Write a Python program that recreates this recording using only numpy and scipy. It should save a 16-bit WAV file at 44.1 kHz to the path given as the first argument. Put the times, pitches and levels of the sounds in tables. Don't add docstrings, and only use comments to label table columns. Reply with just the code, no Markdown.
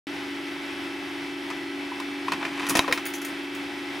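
import sys
import numpy as np
from scipy import signal
from scipy.fft import rfft, irfft
from scipy.io import wavfile
from scipy.ndimage import uniform_filter1d

SR = 44100
rng = np.random.default_rng(int(sys.argv[2]) if len(sys.argv) > 2 else 0)


def unload_wav(signal):
    wavfile.write(
        sys.argv[1],
        SR,
        np.round(np.clip(np.atleast_2d(signal).T, -1, 1) * 32767).astype(np.int16),
    )


N = 176400
HIT_SIZE = 2 ** 15
HIT_TIME = np.arange(HIT_SIZE) / SR


def amp(db):
    return 10 ** (np.asarray(db) / 20)


def grid(size):
    return np.maximum(np.fft.rfftfreq(size, 1 / SR), 1)


def curve(points, size):
    hz, db = np.array(points).T
    return np.interp(np.log(grid(size)), np.log(hz), db)


def colour(x, db):
    size = x.shape[-1]
    cepstrum = irfft(np.log(amp(db)), size)
    cepstrum[1:size // 2] *= 2
    cepstrum[size // 2 + 1:] = 0
    return irfft(rfft(x) * np.exp(rfft(cepstrum)), size)


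def walk(rate):
    span = int(SR / rate)
    steps = np.repeat(rng.standard_normal(N // span + 1), span)
    drift = uniform_filter1d(uniform_filter1d(steps, span), span)[:N]
    return drift / drift.std()


def envelope(points):
    return amp(np.interp(np.arange(N) / SR, *np.array(points).T, left=-120, right=-120))


def decay(t60, t=HIT_TIME):
    return np.exp(-np.log(1000) * t / t60)


def mode(hz, t60):
    return np.sin(2 * np.pi * hz * HIT_TIME) * decay(t60)


def stereo(mid, side):
    return np.array([mid + side, mid - side])


def add(out, start, x):
    i = int(start * SR)
    out[:, i:i + x.shape[-1]] += x[..., :out.shape[1] - i]


# multiple, level/dB
SHAFT_HARMONICS = [(12, -37.5), (14, -44.5), (15, -45), (16, -45.5)]
# f/Hz, relative level/dB
MOTOR_WHINE = [(833, -51), (1319, -52.5), (1511, -54), (1653, -55), (1981, -49), (2126, -53.5),
               (2315, -52.5), (2643, -47.5), (2972, -51.5), (3187, -54), (3305, -57), (4253, -59),
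               (4298, -64), (5949, -64.5)]
# f/Hz, gain/dB
AIR_COLOUR = [(25, -21), (60, -11.5), (120, -4.5), (220, -3.5), (265, 2.5), (310, 5), (385, -0.5),
              (480, -5.5), (850, 1), (1200, -3.5), (2250, 2), (2900, -6), (3400, -2.5), (4300, -11.5),
              (5100, -9.5), (6700, -21), (10500, -22), (13000, -29), (15500, -33.5)]
# f/Hz, side to mid/dB
AIR_WIDTH = [(40, 0), (300, -11), (1000, -8), (3000, -5.5), (9000, -27.5), (15000, -0.5)]
SHAFT_HZ, SHAFT_WOBBLE, HUM_FLUTTER_DB, WHINE_FLUTTER_DB = 23.67, 0.001106, 1.33, 1.5
AIR_DB, AIR_FLICKER_DB = -38.5, 0.66


def fan():
    clock = np.cumsum(1 + SHAFT_WOBBLE * walk(5)) / SR
    tone = lambda hz, db: np.sqrt(2) * amp(db) * np.sin(2 * np.pi * (hz * clock + rng.random()))
    hum = sum(tone(k * SHAFT_HZ, db + HUM_FLUTTER_DB * walk(10)) for k, db in SHAFT_HARMONICS)
    whine = sum(tone(hz, db - 2.5 + WHINE_FLUTTER_DB * walk(14)) for hz, db in MOTOR_WHINE)
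    mid, side = colour(rng.standard_normal((2, N)), curve(AIR_COLOUR, N))
    air = stereo(mid, colour(side, curve(AIR_WIDTH, N))) / mid.std()
    return hum + whine + air * amp(AIR_DB + AIR_FLICKER_DB * walk(15))


# f/Hz, width/Hz, strength/dB
HOUSING_RESONANCES = [(490, 28, 0), (683, 27, 3), (818, 30, 2.5), (1020, 120, 2), (1870, 66, 6),
                      (2435, 120, 9), (2623, 47, 5.5), (3070, 36, 8), (3860, 64, -7), (4800, 570, -4.5),
                      (5870, 110, 4), (8000, 180, -10)]


def housing(size):
    f = grid(size)
    power = sum(amp(db) ** 2 / (1 + (2 * (f - hz) / width) ** 2) for hz, width, db in HOUSING_RESONANCES)
    return 10 * np.log10(1 + power)


def contact(bass_db=0, knock_db=0, treble_db=0, knock_hz=1130, size=HIT_SIZE):
    f = grid(size)
    bass = 1 / (1 + (f / 655) ** 3)
    knock = np.exp(-(np.log2(f / knock_hz) / 0.44) ** 2)
    treble = 1 / (1 + (5950 / f) ** 3)
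    return bass_db * bass + knock_db * knock + treble_db * treble


def metal_parts(count=110, low_hz=3010, high_hz=15870, mean_t60=.105):
    t = HIT_TIME[:HIT_SIZE // 4]
    chance = rng.random((count, 2))
    hz = low_hz + (high_hz - low_hz) * chance[:, :1]
    modes = np.sin(2 * np.pi * hz * t) * decay(mean_t60 * (.5 + chance[:, 1:]), t)
    mixture = rng.standard_normal((2, count)) @ modes * np.sqrt(2 / count)
    return np.pad(mixture, ((0, 0), (0, HIT_SIZE - len(t))))


def bending_waves(click, delay_s=0.00092, corner_hz=2520):
    size = len(click)
    delay = delay_s / (1 + grid(size) / corner_hz)
    phase = 2 * np.pi * np.cumsum(delay) * SR / size
    return irfft(rfft(click) * np.exp(-1j * phase), size)


# delay/s, level before dulling/dB
CABINET_ECHOES = [(.0013, -15), (.0031, -8)]
# f/Hz, side to mid/dB
HIT_WIDTH = [(100, -20), (1000, -10.5), (4000, -8.5), (9000, -18), (14000, -1)]
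RISE_S, DAMPING_HZ, TREBLE_T60_RATIO = 0.0008, 5200, 0.77
ECHO_DULL_HZ, ROOM_T60_S, ROOM_DB = 4000, 0.25, -19


def blow(t60, crack_share, parts_db):
    noise = rng.standard_normal((2, HIT_SIZE))
    low = signal.sosfiltfilt(signal.butter(2, DAMPING_HZ, fs=SR, output="sos"), noise)
    rise = 1 - np.exp(-HIT_TIME / RISE_S)
    ring = rise * decay(t60)
    treble_ring = rise * decay(t60 * TREBLE_T60_RATIO)
    body = low * ring + (noise - low) * treble_ring + amp(parts_db) * metal_parts()
    echoes = sum(amp(db) * (np.arange(HIT_SIZE) == int(lag * SR)) for lag, db in CABINET_ECHOES)
    dull_echoes = signal.sosfilt(signal.butter(1, ECHO_DULL_HZ, fs=SR, output="sos"), echoes)
    crack = (HIT_TIME == 0) + dull_echoes
    crack *= np.sqrt(crack_share * np.sum(ring ** 2) / np.sum(crack ** 2))
    room = amp(ROOM_DB) * (1 - np.exp(-HIT_TIME / 0.0041)) * decay(ROOM_T60_S)
    mid, side = np.sqrt(1 - crack_share) * body + room * rng.standard_normal((2, HIT_SIZE))
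    return stereo(mid + bending_waves(crack), colour(side, curve(HIT_WIDTH, HIT_SIZE)))


# t/s, level/dB, knock f/Hz, knock/dB, treble/dB
SLOT_TAPS = [(1.502, -21.5, 1210, -2, 5), (1.509, -25.5, 1180, 9, -2), (1.918, -29.5, 930, 10, -8),
             (2, -23.5, 1190, 7.5, 13), (2.282, -17.5, 1070, 8, -1), (2.32, -12, 955, 3.5, 6.5),
             (2.334, -16, 950, 1, 0), (2.411, -28, 1020, 14.5, -16), (2.427, -15, 1000, -4, -19),
             (2.451, -14, 1010, -11, -5), (2.596, -21, 1150, 2, 5), (2.63, -18, 1000, -8, -14)]
# f/Hz, gain/dB
SLOT_COLOUR = [(40, -42), (200, -2), (550, -6.5), (1000, 4), (2300, -2), (3800, -7.5), (6500, -17),
               (10000, -22.5), (15500, -36)]


def taps():
    out = np.zeros((2, N))
    body = curve(SLOT_COLOUR, HIT_SIZE) + housing(HIT_SIZE)
    for start, db, knock_hz, knock_db, treble_db in SLOT_TAPS:
        hit = blow(t60=0.048, crack_share=0.17, parts_db=-12.5)
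        touch = contact(knock_db=knock_db, treble_db=treble_db, knock_hz=knock_hz)
        add(out, start, amp(db) * colour(hit, body + touch))
    return out


# t/s, level/dB
RUMBLE_LEVEL = [(2.3, -48), (2.335, -38.5), (2.4, -50), (2.64, -53), (2.685, -45), (2.712, -29.5),
                (2.74, -36.5), (2.8, -46)]
# f/Hz, gain/dB
WOOD_COLOUR = [(90, -24), (180, -3), (265, -0.5), (340, 1.5), (520, -36), (2000, -77)]


def rumble():
    wood = colour(rng.standard_normal(N), curve(WOOD_COLOUR, N))
    return wood / wood.std() * envelope(RUMBLE_LEVEL)


# t/s, level/dB
SLIDE_PRESSURE = [(2.38, -35.5), (2.455, -29.5), (2.5, -35.5), (2.56, -33), (2.595, -27), (2.615, -27),
                  (2.66, -27), (2.72, -29), (2.745, -30), (2.785, -20.5), (2.82, -32), (2.87, -39),
                  (2.99, -30), (3.03, -46)]


def slide(grains_per_s=900, spread_db=2, side_db=-25):
    catches = rng.random((2, N)) < grains_per_s / SR
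    clicks = catches * rng.choice([-1, 1], (2, N)) * amp(spread_db * rng.standard_normal((2, N)))
    mid, side = clicks / clicks.std() * envelope(SLIDE_PRESSURE)
    body = curve(SLOT_COLOUR, N) + housing(N) + contact(treble_db=1, size=N)
    return colour(stereo(mid, amp(side_db) * side), body)


# t/s, level/dB, bass/dB, knock/dB, treble/dB, crack share (0-1), t60/s
MECHANISM_STRIKES = [(2.666, -19, 0, -7, 1, 0, 0.071), (2.689, -29, 0, -16, 27, .3, 0.04),
                     (2.695, -16.5, 9, -1, 19.5, .2, .045), (2.7032, -16.5, 4.5, 9.5, 14.5, 0.04, 0.061),
                     (2.7525, -5, 8, -1, 0.5, 0.06, 0.031), (2.757, -7, -1, -2, 0, 0.06, 0.041),
                     (2.77, -9, 2, -1, 6.5, 0.13, 0.054), (2.7925, -2.5, 5, -2.5, -2.5, 0.99, 0.044),
                     (2.841, -22, -7, 12, -28, 0.25, 0.053), (2.8786, -16, 6, 11, -14, 0.15, 0.077),
                     (2.9116, -16, 3, 12, -23, 0.22, 0.045), (2.9252, -6, -13, -8, -2.5, 0.46, 0.058),
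                     (2.976, -15, -12, 5, -10, 0.33, 0.058)]
# f/Hz, gain/dB
MECHANISM_COLOUR = [(40, -31.5), (200, -4), (550, -4.5), (1000, -0.5), (2200, -3), (3600, -8.5),
                    (6800, -11), (8000, -16.5), (8900, -15.5), (10600, -12.5), (12800, -22.5), (15500, -24)]
# f/Hz, struck at the rail/dB, struck at the deflector/dB, t60/s
PLATE_MODES = [(1043, -14, -11.5, 0.059), (1940, -26, -12, 0.076), (2150, -22, -2.5, 0.041),
               (3200, -18.5, -26, 0.028), (3780, -17, -15.5, 0.053), (3964, -18, -11, 0.037),
               (5260, -28, -9.5, 0.039), (5960, -29.5, -34, 0.098)]
# f/Hz, level/dB, t60 in the box/s
COIN_MODES = [(9400, -1, 0.051), (9500, -3.5, .04), (10330, -8, .05), (12750, -5, .05), (15290, 1, .04),
              (15560, -3, 0.045)]
LEAVES_RAIL_S, FLIGHT_RING_DB, FLIGHT_T60_RATIO = 2.85, -39, 6


def clacks():
    out = np.zeros((2, N))
    body = curve(MECHANISM_COLOUR, HIT_SIZE) + housing(HIT_SIZE)
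    at_rail = sum(amp(db) * mode(hz, t60) for hz, db, _, t60 in PLATE_MODES)
    at_deflector = sum(amp(db) * mode(hz, t60) for hz, _, db, t60 in PLATE_MODES)
    in_flight = sum(amp(db) * mode(hz, t60 * FLIGHT_T60_RATIO) for hz, db, t60 in COIN_MODES)
    for start, db, bass_db, knock_db, treble_db, crack_share, t60 in MECHANISM_STRIKES:
        hit = colour(blow(t60, crack_share, parts_db=-11), body + contact(bass_db, knock_db, treble_db))
        if start > LEAVES_RAIL_S:
            ring = crack_share * at_deflector + amp(FLIGHT_RING_DB) * in_flight
        else:
            ring = crack_share * at_rail
        add(out, start, amp(db) * (hit + ring))
    return out


# t/s, f/Hz, level/dB, t60/s
CABINET_THUMPS = [(2.754, 330, -21.5, 0.1), (2.792, 106, -23.5, 0.024), (2.883, 567, -25, 0.079),
                  (2.899, 490, -26, 0.14)]


def thumps():
    out = np.zeros((2, N))
    for start, hz, db, t60 in CABINET_THUMPS:
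        add(out, start, amp(db) * mode(hz, t60))
    return out


def chatter(x, touches_per_s=780, t60=.14):
    touching = rng.random(HIT_SIZE) < touches_per_s / SR
    touches = (HIT_TIME == 0) + touching * rng.standard_normal(HIT_SIZE) * decay(t60)
    return irfft(rfft(x) * rfft(touches / np.linalg.norm(touches)), HIT_SIZE)


# t/s, level/dB, treble/dB, ring/dB
BOX_BOUNCES = [(3.0545, -26.5, -5, -3), (3.0617, -21.5, -17, -17), (3.082, -37, 4, -24),
               (3.137, -25, -1, -27), (3.152, -38, 12, -32), (3.18, -33, -6, -30),
               (3.216, -28.5, -0.5, -32), (3.248, -27.5, 5, -28), (3.285, -40.5, 6, -28),
               (3.549, -30.5, -4.5, -22)]
# f/Hz, gain/dB
BOX_COLOUR = [(40, -24), (600, -18), (2000, 8), (4000, -11), (6800, -4.5), (8300, -14), (10200, -5.5),
              (14000, -15), (15500, -17)]


def bounces(jingle_db=-6):
    out = np.zeros((2, N))
    body = curve(BOX_COLOUR, HIT_SIZE)
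    coin_ring = sum(amp(db) * mode(hz, t60) for hz, db, t60 in COIN_MODES)
    for start, db, treble_db, ring_db in BOX_BOUNCES:
        hit = colour(blow(t60=0.054, crack_share=0.033, parts_db=-3), body + contact(treble_db=treble_db))
        jingle = amp(jingle_db) * chatter(hit)
        ring = amp(ring_db) * chatter(coin_ring)
        add(out, start, amp(db) * (hit + jingle + ring))
    return out


def scene(left_db=0.45):
    sound = fan() + taps() + rumble() + slide() + clacks() + thumps() + bounces()
    return sound * amp(np.array([[left_db], [-left_db]]) / 2)


def record(dry):
    start_s, top_hz = .0695, 15850
    live = np.clip(dry, -.9, .9) * (np.arange(N) / SR > start_s)
    return signal.sosfilt(signal.ellip(10, .2, 80, top_hz, fs=SR, output="sos"), live)


dry = scene()
out = record(dry)
unload_wav(out)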